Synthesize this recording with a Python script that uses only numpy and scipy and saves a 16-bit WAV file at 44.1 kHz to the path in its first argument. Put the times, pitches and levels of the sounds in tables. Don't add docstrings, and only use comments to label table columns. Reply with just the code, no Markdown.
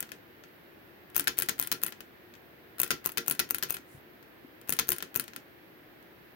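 import sys
import numpy as np
from scipy import signal
from scipy.fft import rfft, irfft, next_fast_len
from scipy.io import wavfile

SR = 44100
rng = np.random.default_rng(int(sys.argv[2]) if len(sys.argv) > 2 else 0)


def generate_wav(sig):
    pcm = np.round(np.clip(np.atleast_2d(sig).T, -1, 1) * 32767).astype(np.int16)
    wavfile.write(sys.argv[1], SR, pcm)


N = 280035
AGE = np.arange(SR // 6) / SR
GRID_HZ = np.fft.rfftfreq(8192, 1 / SR)

# start_s, push_db, thud_db, rattle_delay_s, rattle_db, seat_delay_s, seat_db, film_length_s, film_db
LICKS = [(1.1648, 6.5, -6, .0143, -1, .0313, 2, .065, -42),
         (1.388, 6.5, -7, .012, -5, .0339, 1, .055, -41.5),
         (1.5982, 2.5, -9, .0162, -7, .0275, -6.5, .12, -43.5),
         (1.8355, 4, -7, .0114, -11, .0289, -5, .09, -45), (2.801, 5, -7.5, .0151, 1, .0317, 1, .12, -48),
         (3.0601, 2, -6, .0125, -8, .03, -20, .075, -42), (3.2818, 3, -6, .017, -2, .0292, 1.5, .12, -51),
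         (3.5085, 3, -7, .014, -22, .0378, -1.5, .12, -56),
         (3.7063, 0, -11, .019, -10, .0365, -10, .095, -40.5),
         (4.6941, .5, -6.5, .0101, -3, .0303, 1, .035, -50),
         (4.8902, 4.5, -4, .0142, -2, .0289, 2, .12, -55), (5.1603, 3, -6, .0131, -8, .0369, 0, .07, -60)]
# pitch_hz, width_hz, rise_db
SPOUT_MODES = [(1035, 50, 7), (1370, 70, 8), (1560, 70, 4), (1725, 60, 6), (1950, 110, 6), (2540, 100, 6),
               (2950, 35, 6), (3125, 60, 7), (3225, 40, 6), (3560, 130, 5), (4040, 60, 4), (4230, 130, 4),
               (4470, 60, 5), (4760, 100, 4), (5080, 60, 4), (5450, 90, 7), (6060, 60, 7), (6370, 80, 6),
               (6580, 70, 5), (6870, 100, 4), (7600, 130, 3), (8640, 130, 6)]
# pitch_hz, width_hz, level_db
TUBE_MODES = [(10180, 170, -3), (10390, 110, 0)]
# frequency_hz, level_db
SNAP_SPECTRUM = [(3000, -32.5), (7000, -7), (9500, -4.5), (11150, -7.5), (11800, -5), (12500, -11.5),
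                 (13200, -1.5), (14100, 1), (14700, -5), (15600, -2), (16500, -12)]
# frequency_hz, level_db
TAP_SPECTRUM = [(30, -26), (70, -8.5), (200, 1), (950, -5.5), (1200, -3), (1450, 4.5), (2000, 1), (2650, 0),
                (3500, -2.5), (5000, -4), (7000, -7), (11500, -17.5)]


def amp(db):
    return 10 ** (np.asarray(db) / 20)


def unit_rms(x):
    return x / np.sqrt(np.mean(x ** 2) + 1e-20)


def unit_energy(x):
    return x / np.sqrt(np.sum(x ** 2) + 1e-20)


def curve_at(points, hz):
    frequencies, values = np.transpose(points)
    return np.interp(np.log(hz + 1), np.log(frequencies), values)


def add(track, start_s, sound):
    part = track[:, max(0, round(start_s * SR)):][:, :sound.shape[1]]
    part += sound[:, :part.shape[1]]


def through(x, response):
    return signal.oaconvolve(x, response[None], axes=1)[:, :x.shape[1]]


def colour(spectrum, resonances=()):
    peaks_db = sum(db / (1 + (2 * (GRID_HZ - hz) / width) ** 2) for hz, width, db in resonances)
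    cepstrum = irfft(np.log(amp(curve_at(spectrum, GRID_HZ) + peaks_db)))
    half = len(cepstrum) // 2
    cepstrum[1:half] *= 2
    cepstrum[half + 1:] = 0
    return unit_energy(irfft(np.exp(rfft(cepstrum)))[:half])


def ringing(modes):
    return unit_energy(sum(
        (-1) ** k * amp(db) * width * np.exp(-np.pi * width * AGE) * np.sin(2 * np.pi * hz * AGE)
        for k, (hz, width, db) in enumerate(modes)))


def reflections(t60, attack_s):
    swarm = rng.standard_normal((2, len(AGE))) * amp(5 * rng.standard_normal((2, len(AGE))))
    return unit_energy(swarm * amp(-60 * AGE / t60) * (1 - np.exp(-AGE / attack_s)))


def contact(scatter_db, scatter_t60, right_db, room_db, room_t60):
    near = amp(scatter_db) * reflections(scatter_t60, attack_s=0.0001)
    near[0, 2] += 1
    shaded = 0.3 * near[0] + 1.15 * near[1]
    near[1] = amp(right_db) * np.pad(shaded, (12, 0))[:len(AGE)]
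    return unit_energy(near) + amp(room_db) * reflections(room_t60, attack_s=0.002) * amp([[1], [-1]])


def room_tone(level_db=-54):
    # frequency_hz, level_db
    spectrum = [(30, -29), (55, -11), (130, -5.5), (260, -4.5), (345, 2.5), (410, -4), (620, -7.5),
                (1150, -13), (1750, -8.5), (4500, -24), (7500, -38), (9600, -35.5), (12000, -24),
                (15700, -21)]
    # frequency_hz, correlation
    coherence = [(60, 0.67), (130, 0.86), (290, 0.49), (640, 0.19), (1400, -0.13), (3000, -0.029)]
    # frequency_hz, left_minus_right_db
    balance = [(60, 6.5), (200, 1.5), (700, 1), (2400, -2), (8000, 1), (15000, -5)]
    size = next_fast_len(N + SR // 4)
    hz = np.fft.rfftfreq(size, 1 / SR)
    angle = np.arccos(np.clip(curve_at(coherence, hz), -1, 1)) / 2
    noise = rfft(rng.standard_normal((2, size))) * amp(curve_at(spectrum, hz))
    mid, side = noise * [np.cos(angle), np.sin(angle)]
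    lean = amp(curve_at(balance, hz) / 2)
    return amp(level_db) * unit_rms(irfft([(mid + side) * lean, (mid - side) / lean], size)[:, :N])


def ball_touches():
    # start_s, snap_db, body_db
    stray_ticks = [(.0051, -2.5, -16), (0.0273, -12, -11), (0.0918, -34, -24), (.1186, -15, -12),
                   (0.438, -35, -22.5), (1.101, -31, -34), (1.6731, -6.5, -14.5), (1.9236, -20.5, -14.5),
                   (2.006, -18, -16), (2.339, -36, -24), (2.3529, -36, -28), (3.1197, -14.5, -21),
                   (3.584, -9, -15), (3.768, -17.5, -13), (4.2276, -34, -30), (4.6142, -25, -30),
                   (4.9839, -8.5, -15.5), (5.005, -34, -14), (5.0254, -7.5, -6.5), (5.28, -23, -16.5),
                   (5.3347, -34, -21), (5.3625, -13.5, -12.5), (6.026, -37, -36)]
    # delay_s, snap_db, body_db, ring_db
    approach = [(-.0175, -26, -28, -36), (-.0066, -14, -19.5, -33)]
    # delay_s, snap_db, body_db, ring_db
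    settling = [(0.0117, -9.5, -21.5, -17), (.043, -22, -26.5, -33)]
    rows = [(s, snap_db, body_db, snap_db - 12) for s, snap_db, body_db in stray_ticks]
    for s, push_db, _, rattle_s, rattle_db, seat_s, seat_db, *_ in LICKS:
        rows.append((s + rattle_s, rattle_db - 1.5, rattle_db - 12.5, rattle_db - 11))
        rows.append((s + seat_s, seat_db - 0.5, seat_db - 4, seat_db - 4))
        for start_s, db, light_touches in [(s, push_db, approach), (s + seat_s, seat_db, settling)]:
            for delay_s, *parts_db in light_touches:
                late_share, harder_db = rng.standard_normal(2) * [0.06, 2.7]
                rows.append((start_s + delay_s * (1 + late_share), *np.add(db + harder_db, parts_db)))
    return rows


def wet_snap(excitation):
    film_mode = (rng.uniform(12000, 15300), 450, 8)
    return through(excitation, colour(SNAP_SPECTRUM, [film_mode]))


def tube_ring(excitation):
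    detune = 1 + 0.009 * rng.standard_normal()
    gain = amp(2.2 * rng.standard_normal() - 0.5)
    modes = [(hz * detune, width, db + 3 * rng.standard_normal()) for hz, width, db in TUBE_MODES]
    return gain * through(excitation, ringing(modes))


def valve_ball(touches):
    steel, taps = np.zeros((2, 2, N))
    for s, snap_db, body_db, ring_db in touches:
        snap = contact(scatter_db=-1, scatter_t60=0.016, right_db=-6.5, room_db=-17, room_t60=0.2)
        ring = contact(scatter_db=-2.5, scatter_t60=0.0017, right_db=4, room_db=-8.5, room_t60=0.09)
        add(steel, s, amp(snap_db + 1.4) * wet_snap(snap) + amp(ring_db + 1.5) * tube_ring(ring))
        tap = contact(scatter_db=1, scatter_t60=0.026, right_db=-6.5, room_db=-7.5, room_t60=0.18)
        add(taps, s, amp(body_db) * tap)
    return steel + amp(1) * through(taps, colour(TAP_SPECTRUM, SPOUT_MODES))


def cage_hum(touches):
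    # pitch_hz, width_hz, level_db
    cage_modes = [(139, 53, -2.5), (235, 36, -1), (284.4, 19.6, 2.5), (362.5, 20, 5), (459, 29, -1.5)]
    shake = np.zeros((2, N))
    for s, _, body_db, *_ in [*pushes(), *touches]:
        add(shake, s, amp(body_db - 11) * reflections(t60=0.11, attack_s=0.0044))
    for s, body_db, _ in strikes():
        add(shake, s, amp(body_db - 13.5) * reflections(t60=0.22, attack_s=0.002))
    shake[1] = 0.84 * shake[0] + 0.62 * shake[1]
    return through(shake, ringing(cage_modes)) * amp([[0.8], [-0.8]])


def tongue_crackle(pops_per_s=480, lead_s=0.022):
    film = np.zeros((2, N))
    for s, *_, length_s, db in LICKS:
        size = int(np.clip(length_s * SR, 2, len(AGE)))
        strength = amp(6 * rng.standard_normal(len(AGE))) * rng.choice([-1, 1], len(AGE))
        pops = (rng.random(len(AGE)) < pops_per_s / SR) * strength
        wet = signal.fftconvolve(pops[None], reflections(t60=0.007, attack_s=0.0001), axes=1)[:, :size]
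        add(film, s - lead_s, amp(db) * unit_rms(wet) * signal.windows.tukey(size, 0.4))
    body = amp(-3) * through(film, colour(TAP_SPECTRUM, SPOUT_MODES))
    bright = amp(-6) * through(film, colour(SNAP_SPECTRUM))
    return (body + bright) * amp([[1.5], [-2.5]])


def pushes():
    return [row for s, push_db, thud_db, rattle_s, rattle_db, *_ in LICKS
            for row in [(s, push_db, thud_db), (s + rattle_s, rattle_db - 7, rattle_db - 22.5)]]


def ball_pushes():
    # frequency_hz, level_db
    snap_spectrum = [(4000, -24), (7300, -34), (8600, -7), (11100, -14.5), (12400, 1), (13200, -0.5),
                     (13900, -0.5), (14700, 2), (15600, -6.5), (16500, -6)]
    # frequency_hz, level_db
    thud_spectrum = [(30, -33), (60, 0), (140, -2.5), (300, 2), (950, -2), (1400, -0.5), (2300, -7.5),
                     (2750, 4.5), (3300, -32), (5500, -10), (6500, 3), (7400, -18.5), (11000, -28)]
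    snaps, thuds = np.zeros((2, 2, N))
    for s, snap_db, body_db in pushes():
        snap = contact(scatter_db=-7, scatter_t60=0.0038, right_db=-8.5, room_db=-15.5, room_t60=0.068)
        thud = contact(scatter_db=-1.5, scatter_t60=0.007, right_db=-6, room_db=-12, room_t60=0.17)
        add(snaps, s, amp(snap_db) * snap)
        add(thuds, s, amp(body_db) * thud)
    bright = amp(5.5) * through(snaps, colour(snap_spectrum))
    ring = amp(-12.5) * through(snaps, ringing(TUBE_MODES))
    return bright + ring + amp(2) * through(thuds, colour(thud_spectrum, SPOUT_MODES))


def bubbles(t60=0.068, sag_per_s=0.76):
    # start_s, pitch_hz, level_db
    pings = [(1.24, 13000, -40), (1.273, 13300, -30), (1.716, 16000, -23), (1.83, 12100, -37),
             (1.88, 12950, -34), (3.119, 13100, -43), (3.626, 12400, -24.5), (3.743, 12350, -38)]
    water = np.zeros((2, N))
    for s, hz, db in pings:
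        phase = 2 * np.pi * np.cumsum(hz * (1 - sag_per_s * AGE)) / SR
        add(water, s, amp(db - 60 * AGE / t60) * np.sin(phase) * amp([[0], [-7]]))
    return water


def strikes():
    # start_s, gap_s, body_db, snap_db
    clacks = [(1.273, 0.0065, 3, 1), (1.4873, 0.006, 0, 3), (1.716, 0.0079, 0, 2.5),
              (2.9058, 0.0071, 3.5, 0), (3.1733, 0.0076, 0.3, 0.5), (3.3934, .0056, 2.7, 2.5),
              (3.626, .0079, -1.5, -2), (4.7895, 0.0063, 3.5, 3.5)]
    return [row for s, gap_s, body_db, snap_db in clacks
            for row in [(s, body_db, snap_db), (s + gap_s, body_db - 2, snap_db + 3)]]


def knocked_spout(rise_scale=0.81, spread_db=3):
    # frequency_hz, level_db
    knock_spectrum = [(30, -4), (70, -14), (200, -7.5), (900, -10.5), (1180, -9.5), (1400, -0.5),
                      (3000, -5.5), (5500, -6), (6800, -8.5), (7800, -23), (9500, -18), (11500, -16)]
    modes = [(hz, width, rise_scale * db + spread_db * rng.standard_normal())
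             for hz, width, db in SPOUT_MODES]
    return colour(knock_spectrum, modes)


def spout_clacks():
    steel, knocks = np.zeros((2, 2, N))
    for s, body_db, snap_db in strikes():
        snap = contact(scatter_db=14, scatter_t60=0.014, right_db=-7.5, room_db=-13.5, room_t60=0.15)
        add(steel, s, amp(snap_db - 3.5) * wet_snap(snap) + amp(snap_db - 13) * tube_ring(snap))
        blow = contact(scatter_db=7.5, scatter_t60=0.019, right_db=-6.5, room_db=-5.5, room_t60=0.17)
        add(knocks, s, amp(body_db) * through(blow, knocked_spout()))
    return steel + amp(0.5) * knocks


def soft_hiss(start_s=3.83, length_s=0.2, level_db=-63):
    hiss, size = np.zeros((2, N)), int(length_s * SR)
    add(hiss, start_s, amp(level_db) * rng.standard_normal((2, size)) * signal.windows.hann(size))
    return through(hiss, colour([(4000, 1), (9000, 12), (12500, 13), (16000, -16)]))


def floor_bumps(t60=0.04, attack_s=0.0041):
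    # start_s, pitch_hz, level_db
    bumps = [(3.946, 132, -44), (3.973, 111, -48), (4.445, 270, -43.5)]
    floor = np.zeros((2, N))
    for s, hz, db in bumps:
        thud = np.sin(2 * np.pi * hz * AGE) * amp(-60 * AGE / t60) * (1 - np.exp(-AGE / attack_s))
        add(floor, s, amp(db) * thud / thud.max() * amp([[1.5], [-2.5]]))
    return floor


def scene():
    touches = ball_touches()
    return (room_tone() + valve_ball(touches) + cage_hum(touches) + tongue_crackle() + ball_pushes()
            + bubbles() + spout_clacks() + soft_hiss() + floor_bumps())


def record(dry):
    low_hz, top_hz, ceiling = 42, 16100, 0.66
    trimmed = signal.sosfilt(signal.butter(2, low_hz, "highpass", fs=SR, output="sos"), dry)
    rounded = trimmed / (1 + np.abs(trimmed / ceiling) ** 6) ** (1 / 6)
    return signal.fftconvolve(rounded, signal.firwin(255, top_hz, fs=SR)[None], mode="same", axes=1)


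dry = scene()
out = record(dry)
generate_wav(out)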